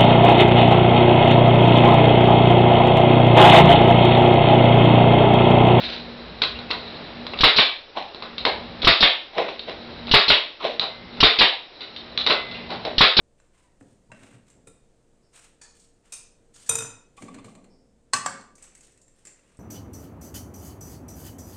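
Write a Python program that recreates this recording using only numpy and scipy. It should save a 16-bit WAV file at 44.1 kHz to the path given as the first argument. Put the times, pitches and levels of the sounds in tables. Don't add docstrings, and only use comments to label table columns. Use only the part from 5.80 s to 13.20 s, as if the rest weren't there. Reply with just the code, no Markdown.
import sys
import numpy as np
from scipy import signal
from scipy.io import wavfile
from scipy.ndimage import uniform_filter1d

SR = 44100
rng = np.random.default_rng(int(sys.argv[2]) if len(sys.argv) > 2 else 0)


def invert_db(x):
    u = np.asarray(x, float) / 20
    return 10 ** u


def wrap_up_sound(samples):
    columns = np.atleast_2d(samples).T
    tamed = np.clip(columns, -1, 1)
    steps = np.round(tamed * 32767).astype(np.int16)
    wavfile.write(sys.argv[1], SR, steps)


N = 326340

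# (frequency [Hz], time to fall 60 dB [s])
SHOP_ECHO = [(60, 0.12), (150, 0.12), (300, 0.22), (600, 0.42), (1200, 0.34), (2500, 0.4), (4000, 0.38),
             (6000, 0.31)]
# (frequency [Hz], level [dB per Hz])
RUMBLE_COLOUR = [(15, -50), (28, -17), (54, -3.5), (86, -2.5), (140, -2), (167, -3), (190, 3.5), (250, -29),
                 (420, -120)]
# (frequency [Hz], level [dB per Hz])
HISS_COLOUR = [(170, -35), (290, -0.5), (393, 0), (596, -1), (975, -6.5), (1130, -7.5), (1520, -9),
               (2160, -9.5), (2820, -10), (2960, -11.5), (3910, -9), (5370, -24), (5940, -31), (7720, -80),
               (13100, -120)]
# (frequency [Hz], width [Hz], level over the hiss [dB])
LEAK = (3950, 460, -9.5)
# (frequency [Hz], width [Hz], level [dB])
FRAME = [(237, 360, 2.5), (442, 240, 8), (658, 130, 7), (789, 43, 8.5), (1007, 220, 9.5), (1255, 200, 3.5),
         (1453, 37, 9), (1950, 250, 8)]
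# (strongest at [s], wood level [dB], scrape level [dB], centre of the wood sound [Hz], hold [s])
DRAGS = [(0.0, -43.5, -32, 590, 0.14), (0.267, -42, -57, 540, .012), (2.171, -26.5, -34, 834, 0.0037),
         (3.58, -20.5, -31, 575, .006), (3.686, -32.5, -37, 560, 0.008), (3.884, -31.5, -37.5, 596, 0.003),
         (4.81, -36.5, -40, 1180, .025), (4.844, -24, -29.5, 600, .02), (3.539, -42, -45, 850, .03),
         (6.904, -34, -42, 804, 0.046), (7.062, -26, -42, 590, 0.0044)]
# (frequency [Hz], level [dB per Hz])
TICK_COLOUR = [(710, -52), (1200, -5), (1490, -8), (1770, -9.5), (2280, -3.5), (2490, -5.5), (2570, -3),
               (3230, -4.5), (4000, 4), (5520, -15.5), (5940, -6.5), (7720, -57.5), (13100, -120)]
# (time [s], peak [dB], wood knock [dB], room [dB])
TICKS = [(0.04, -22.5, -58, -3), (0.7886, -27, -34.5, -8), (1.466, -20, -31, -12), (1.574, -27.5, -51, -5),
         (1.5875, -16.5, -33, -4), (2.3456, -27, -36.5, -9.5), (2.4226, -24.5, -29, -7.5),
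         (2.5805, -17, -42, -7), (3.018, -18, -56, -0.5), (3.03, -27, -24, -5), (3.7928, -20.5, -56, -10),
         (3.895, -32, -29.5, -13.5), (4.2696, -24.5, -38.5, -5), (4.293, -23.5, -35, -12.5),
         (5.0064, -28.5, -37.5, 8.5), (5.37, -37, -41, -2), (6.006, -29, -45.5, 2),
         (6.162, -25.5, -65, -4.5), (6.712, -27.5, -47, -4), (6.9033, -27, -33, 0), (7.0496, -20, -29, -9)]
# (time [s], peak [dB], wood knock [dB], room [dB])
SET_DOWNS = [
    (0.6175, -5.5, -22, -7),
    (0.635, -12, -25, -24),
    (0.9033, -18.5, -26, -7),
    (0.9095, -12, -24, -10),
    (2.6505, -8, -14.5, -6),
    (6.409, -20, -40, -12),
    (6.4974, -14, -21.5, 0),
    (6.5214, -10, -25, -15.5),
]
# (time [s], peak [dB], wood knock [dB], room [dB])
CLUNKS = [
    (0.71, -49, -62, -7),
    (.745, -39, -60, 0),
    (1.5344, -24.5, -27, -10.5),
    (3.5807, -33, -21, -6),
    (3.686, -26.5, -29, -12),
    (4.28, -28, -34, -12.5),
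    (6.5036, -8.5, -17.5, -9),
    (6.743, -34, -67, 5),
]
# (time [s], peak [dB], wood knock [dB],
# room [dB])
TICKS_SHARP = [
    (4.9948, -6, -28.5, -10.5),
    (6.375, -9, -36, -5.5),
    (6.4636, -7, -23, -4.5),
    (6.471, -7, -20.5, -10),
]
# (events, centre [Hz], width [Hz], broad share, rise [s], length [s], echo build-up [s])
PARTS = [(SET_DOWNS, 3320, 3500, 0.32, 0.0031, 0.012, .0026),
         (TICKS, 3630, 2300, 0.62, 0.00039, 0.018, .0026), (CLUNKS, 2550, 1100, 0.26, 0.0047, .018, .004),
         (TICKS_SHARP, 3770, 1400, 0.89, 0.001, 0.0047, 0.0079)]
# (time [s], length [s], start pitch [Hz], end pitch [Hz], level [dB])
SQUEAKS = [
    (0.743, 0.047, 2650, 2950, -40),
    (0.87, .06, 2750, 2500, -44),
    (2.273, 0.038, 2520, 2900, -47),
]
# (time [s], peak [dB], low push [dB], room [dB])
VALVES = [
    (1.6065, -13, -33, -18),
    (3.0452, -14, -31, -18),
    (4.3125, -12, -32, -5),
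    (5.4032, -11, -36.5, -8.5),
    (7.1808, -11, -31.5, -7.5),
]
# (frequency [Hz], level [dB per Hz])
VALVE_COLOUR = [(120, -50), (200, -12), (281, -15), (717, -21), (980, -17.5), (1590, -11.5), (2570, -9.5),
                (2840, 0.5), (3560, -2), (3990, 4), (4600, -5.5), (5300, -12), (5940, -6), (7720, -55),
                (13100, -120)]
# (time [s], peak [dB], low push [dB], room [dB])
BLOWS = [
    (1.6348, -4, -21, -1.5),
    (3.0712, -3.5, -19.5, -2.1),
    (4.3384, -4.5, -18.5, -0.3),
    (5.4296, -1.5, -17, -4),
    (7.2078, -4.5, -23.5, -0.2),
]
# (frequency [Hz], level [dB per Hz])
BLOW_COLOUR = [(35, -51), (60, -5), (290, -4), (435, 0), (527, -5.5), (651, -2), (820, -4), (1180, 0.5),
               (1640, -3), (1990, 0), (3090, -0.5), (3820, 5), (4810, -5.5), (5940, -23), (7720, -45.5),
               (13100, -120)]
# (time [s], peak [dB], low push [dB], room [dB])
EXHAUSTS = [
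    (1.7612, -14.5, -46, 4),
    (3.2032, -13.5, -48, 2),
    (4.4792, -13, -46, 1.5),
    (5.5862, -10.5, -46, -0.5),
    (7.3662, -11, -46, 2),
]
# (frequency [Hz], level [dB per Hz])
EXHAUST_COLOUR = [(120, -52.5), (200, -3), (517, -15), (1100, -14.5), (1480, -18.5), (2020, -17.5),
                  (2460, -7.5), (3320, -2.5), (4050, 4.5), (4670, -2), (5010, -10), (5530, -10.5),
                  (5940, -23.5), (7720, -52), (13100, -120)]
# (time [s], peak [dB], low push [dB], room [dB])
RETURNS = [
    (1.785, -8.5, -43.5, -0.73),
    (3.2272, -6, -30.5, -2.1),
    (4.5022, -7.5, -35.5, -1.7),
    (5.6092, -8, -33.5, -0.59),
    (7.39, -8, -23, -1.9),
]
# (frequency [Hz], level [dB per Hz])
RETURN_COLOUR = [(35, -61), (60, -10.5), (308, -6.5), (410, -3), (497, -5.5), (664, -3), (836, -2.5),
                 (1120, -0.5), (1400, -7), (1610, -3.5), (1910, -2.5), (2600, 0.5), (3890, 3), (4720, -27),
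                 (5940, -45), (7720, -90.5), (13100, -120)]
# (time [s], level [dB], frequency [Hz], time to fall 60 dB [s])
RINGING_PARTS = [(5.09, -45, 2070, 1.5), (3.582, -24, 640, .3), (6.55, -32, 2040, 1.2),
                 (6.50, -26, 1310, .33), (6.50, -24, 1510, .22), (6.58, -40, 3520, 1.1),
                 (6.74, -44, 2760, .3), (7.05, -38, 3560, .3), (7.056, -27, 605, .32)]

RUMBLE_DB, HUM_DB, HISS_DB = -46.5, -45.5, -40.5
RUMBLE_SHARE, HUM_SHARE, HISS_SHARE = 0.95, 1, 0.4
HUM_HZ, HUM_WIDTH_HZ = 237, 14
RUSTLE_DB, DRIFT_DB, AMP_HISS_DB = -0.76, -66, -48.5
DUCK_FROM_DB, DUCK_DEPTH_DB = -16, 23
CLOSE_PER_DB_S, HOLD_S, REOPEN_S = 10, 0.22, 0.6
DRAG_RISE_S, DRAG_FROM_DB = 0.028, -27.5
WOOD_FALL_DB_PER_S, SCRAPE_FALL_DB_PER_S, SAG_PER_S = 162, 143.5, 0.8
LIMIT_DB, KNEE, CEILING, EDGE_HZ = -5.5, 0.58, 0.72, 6870


def evened(x):
    return x / np.sqrt(np.mean(x ** 2) + 1e-20)


def read(points, hz):
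    f, value = np.transpose(points)
    return np.interp(np.log(hz + 1), np.log(f + 1), value)


def add(mix, s, sound):
    part = mix[round(s * SR):][:len(sound)]
    part += sound[:len(part)]


def colour(points):
    hz = abs(np.fft.fftfreq(4096, 1 / SR))
    log_gain = np.log(invert_db(np.maximum(read(points, hz), -80)))
    taps = np.fft.ifft(np.exp(np.conj(signal.hilbert(log_gain)))).real[:2048]
    return taps / np.linalg.norm(taps)


def resonate(x, hz, width):
    turn = np.exp(2j * np.pi * np.cumsum(hz * np.ones(len(x))) / SR)
    r = np.exp(-np.pi * width / SR)
    return 2 * (turn * signal.lfilter([1 - r], [1, -r], x / turn)).real


def resonate_twice(x, hz, width):
    return resonate(resonate(x, hz, width), hz, width)


def burst(rise, hold, t60):
    t = np.arange(round(0.12 * SR)) / SR
    fade = invert_db(-60 * np.maximum(t - hold, 0) / t60)
    return rng.standard_normal(len(t)) * np.clip(t / rise, 0, 1) * fade


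def push(db, length):
    u = np.arange(4000) / SR / length
    return invert_db(db) * u * (2 - u) * np.exp(-u)


def shop_tail(build=0.0017):
    hz, t, z = signal.stft(rng.standard_normal(SR), SR, nperseg=512)
    fade = invert_db(-60 * t / read(SHOP_ECHO, hz)[:, None])
    tail = signal.istft(z * fade, SR, nperseg=512)[1]
    return tail * (1 - np.exp(-np.arange(len(tail)) / SR / build))


TAILS = [shop_tail() for _ in range(7)]


def in_shop(x, taps, db, room_db, place, spread):
    seed = 0.5 * x / np.linalg.norm(x)
    seed[:len(taps)] += taps / np.linalg.norm(taps)
    wet = signal.fftconvolve(seed / np.linalg.norm(seed), TAILS[place % len(TAILS)])
    wet *= 1 - np.exp(-np.arange(len(wet)) / SR / spread)
    peak = np.sqrt(uniform_filter1d(x ** 2, 128).max())
    wet[:len(x)] += invert_db(-room_db) * x / peak
    return invert_db(db + room_db) * wet


def wood(x):
    modes = sum(invert_db(db) * resonate(x, hz, width) for hz, width, db in FRAME)
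    return signal.sosfilt(signal.butter(4, 150, "high", fs=SR, output="sos"), modes)


def ducking(loud):
    step = 220
    power = abs(uniform_filter1d(loud ** 2, 2 * step))[::step]
    over_db = np.maximum(10 * np.log10(power + 1e-12) - DUCK_FROM_DB, 0)
    charge = np.zeros(len(over_db))
    for k in range(1, len(charge)):
        change = (CLOSE_PER_DB_S * over_db[k] - 1 / REOPEN_S) * step / SR
        charge[k] = min(max(charge[k - 1] + change, 0), 1 + HOLD_S / REOPEN_S)
    return DUCK_DEPTH_DB * np.interp(np.arange(N), np.arange(len(charge)) * step, np.minimum(charge, 1))


def background(duck_db):
    noise = rng.standard_normal((6, N))
    rumble = evened(signal.fftconvolve(noise[0], colour(RUMBLE_COLOUR))[:N])
    rumble += 0.51 * evened(resonate_twice(noise[4], 56, 22))
    hum = evened(resonate_twice(noise[1], HUM_HZ, HUM_WIDTH_HZ))
    hum += 0.6 * np.sin(2 * np.pi * HUM_HZ * np.arange(N) / SR)
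    hiss = evened(signal.fftconvolve(noise[2], colour(HISS_COLOUR))[:N])
    leak_hz, leak_width, leak_db = LEAK
    flutter_db = 4.5 * evened(uniform_filter1d(noise[3], 3000))
    hiss += invert_db(leak_db + flutter_db) * evened(resonate_twice(noise[4], leak_hz, leak_width))
    rustle = evened(uniform_filter1d(uniform_filter1d(noise[1], 9000), 5000))
    drift = evened(resonate_twice(noise[3], 18, 20))
    rumble *= invert_db(RUMBLE_DB - RUMBLE_SHARE * duck_db)
    hum *= invert_db(HUM_DB - HUM_SHARE * duck_db)
    hiss *= invert_db(HISS_DB - HISS_SHARE * duck_db + RUSTLE_DB * rustle)
    return rumble + hum + hiss + drift * invert_db(DRIFT_DB) + noise[5] * invert_db(AMP_HISS_DB)


def drags():
    lead = SR // 10
    out, taps = np.zeros(N + lead), colour(TICK_COLOUR)
    for s, wood_db, scrape_db, top_hz, hold in DRAGS:
        t = np.arange(round(0.4 * SR)) / SR - DRAG_RISE_S
        swell_db = DRAG_FROM_DB * np.clip(-t / DRAG_RISE_S, 0, 1)
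        after = np.maximum(t - hold, 0)
        hz = top_hz * (1 - SAG_PER_S * after)
        grip_db = 1.8 * evened(uniform_filter1d(rng.standard_normal(len(t)), 120))
        slips = rng.standard_normal(len(t)) * invert_db(grip_db)
        body = evened(wood(slips))
        body += 1.8 * evened(wood(resonate(resonate(slips, hz, 520), hz, 500)))
        body += 0.3 * evened(resonate(slips, hz, 90))
        scrape = signal.fftconvolve(slips, taps)[:len(t)]
        scrape += 0.48 * resonate(slips, 3100, 450) + 1.5 * resonate(slips, 1300, 800)
        sound = invert_db(wood_db - WOOD_FALL_DB_PER_S * after) * evened(body)
        sound += invert_db(scrape_db - SCRAPE_FALL_DB_PER_S * after) * evened(scrape)
        add(out, s + 0.1 - DRAG_RISE_S, invert_db(swell_db) * sound)
    return out[lead:]


def ticks():
    out, place = np.zeros(N), 0
    metal = colour(TICK_COLOUR)
    knock_taps = wood(np.pad(signal.windows.hann(24), (0, 2024)))
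    for rows, hz, width, broad, rise, length, build in PARTS:
        taps = broad * metal + resonate_twice(metal, hz, width)
        for s, db, knock_db, room_db in rows:
            place += 1
            click = signal.fftconvolve(burst(rise, 0.00091, length + 0.0084), taps)
            knock = wood(burst(0.00081, 0.0025, 0.0024))
            add(out, s, in_shop(click, taps, db - 6, room_db, place, build))
            add(out, s, in_shop(knock, knock_taps, knock_db, room_db + 4, place + 1, 0.0087))
            add(out, s, push(db - 17.5, 0.00097))
    return out


def squeaks():
    out = np.zeros(N)
    for s, length, from_hz, to_hz, db in SQUEAKS:
        hz = np.linspace(from_hz, to_hz, round(length * SR))
        whistle = evened(resonate_twice(rng.standard_normal(len(hz)), hz, 120))
        add(out, s, invert_db(db) * np.hanning(len(hz)) * whistle)
    return out


def wood_crack(hz, db):
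    t = np.arange(round(0.3 * SR)) / SR
    pitch = hz * rng.uniform(0.89, 1.075)
    return invert_db(db - 60 * t / 0.011) * np.sin(2 * np.pi * pitch * t)


def shot_step(rows, points, place, rise, hold, t60, push_s, crack_db, crack_hz, swing_db, swing_s):
    out, taps = np.zeros(N), colour(points)
    for k, (s, db, push_db, room_db) in enumerate(rows, place):
        air = signal.fftconvolve(burst(rise, hold, t60), taps)
        add(out, s, in_shop(air, taps, db, room_db, k, rise + hold))
        add(out, s, push(push_db + 20.5, 0.31 * push_s))
        add(out, s, push(push_db + swing_db, swing_s))
        add(out, s, wood_crack(crack_hz, db + crack_db))
    return out


def valve_hisses():
    return shot_step(VALVES, VALVE_COLOUR, place=1, rise=0.0008, hold=0.004, t60=0.11, push_s=0.0025,
                     crack_db=-18, crack_hz=600, swing_db=19, swing_s=0.008)


def piston_blows():
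    return shot_step(BLOWS, BLOW_COLOUR, place=6, rise=0.004, hold=0.008, t60=0.08, push_s=0.003,
                     crack_db=6, crack_hz=1100, swing_db=9, swing_s=0.005)


def exhaust_puffs():
    return shot_step(EXHAUSTS, EXHAUST_COLOUR, place=11, rise=0.003, hold=0.008, t60=0.09, push_s=0.004,
                     crack_db=-30, crack_hz=600, swing_db=13, swing_s=0.0055)


def piston_returns():
    return shot_step(RETURNS, RETURN_COLOUR, place=16, rise=0.0006, hold=0.005, t60=0.06, push_s=0.0025,
                     crack_db=3, crack_hz=1500, swing_db=15, swing_s=0.0055)


def ringing_parts():
    out, t = np.zeros(N), np.arange(SR) / SR
    for s, db, hz, t60 in RINGING_PARTS:
        pair = np.sin(2 * np.pi * hz * t) + 0.25 * np.sin(2 * np.pi * (hz + 66) * t)
        add(out, s, invert_db(db - 60 * t / t60) * pair * np.clip(t / 0.0099, 0, 1))
    return out


def scene():
    shots = valve_hisses() + piston_blows() + exhaust_puffs() + piston_returns()
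    work = drags() + ticks() + shots + ringing_parts()
    return (background(ducking(work)) + work + squeaks())[None]


def top_cut(x):
    return signal.sosfilt(signal.butter(12, 15870, fs=SR, output="sos"), x)


def record(dry):
    power = signal.lfilter([0.006], [1, -0.994], dry ** 2)
    over_db = np.maximum(10 * np.log10(power + 1e-12) - LIMIT_DB, 0)
    limited = dry / invert_db(0.15 * over_db)
    soft = limited / (1 + (limited / KNEE) ** 4) ** 0.25
    narrow = signal.sosfilt(signal.cheby2(14, 85, EDGE_HZ, fs=SR, output="sos"), soft)
    return top_cut(np.clip(narrow, -CEILING, CEILING))


dry = scene()
out = record(dry)
wrap_up_sound(out)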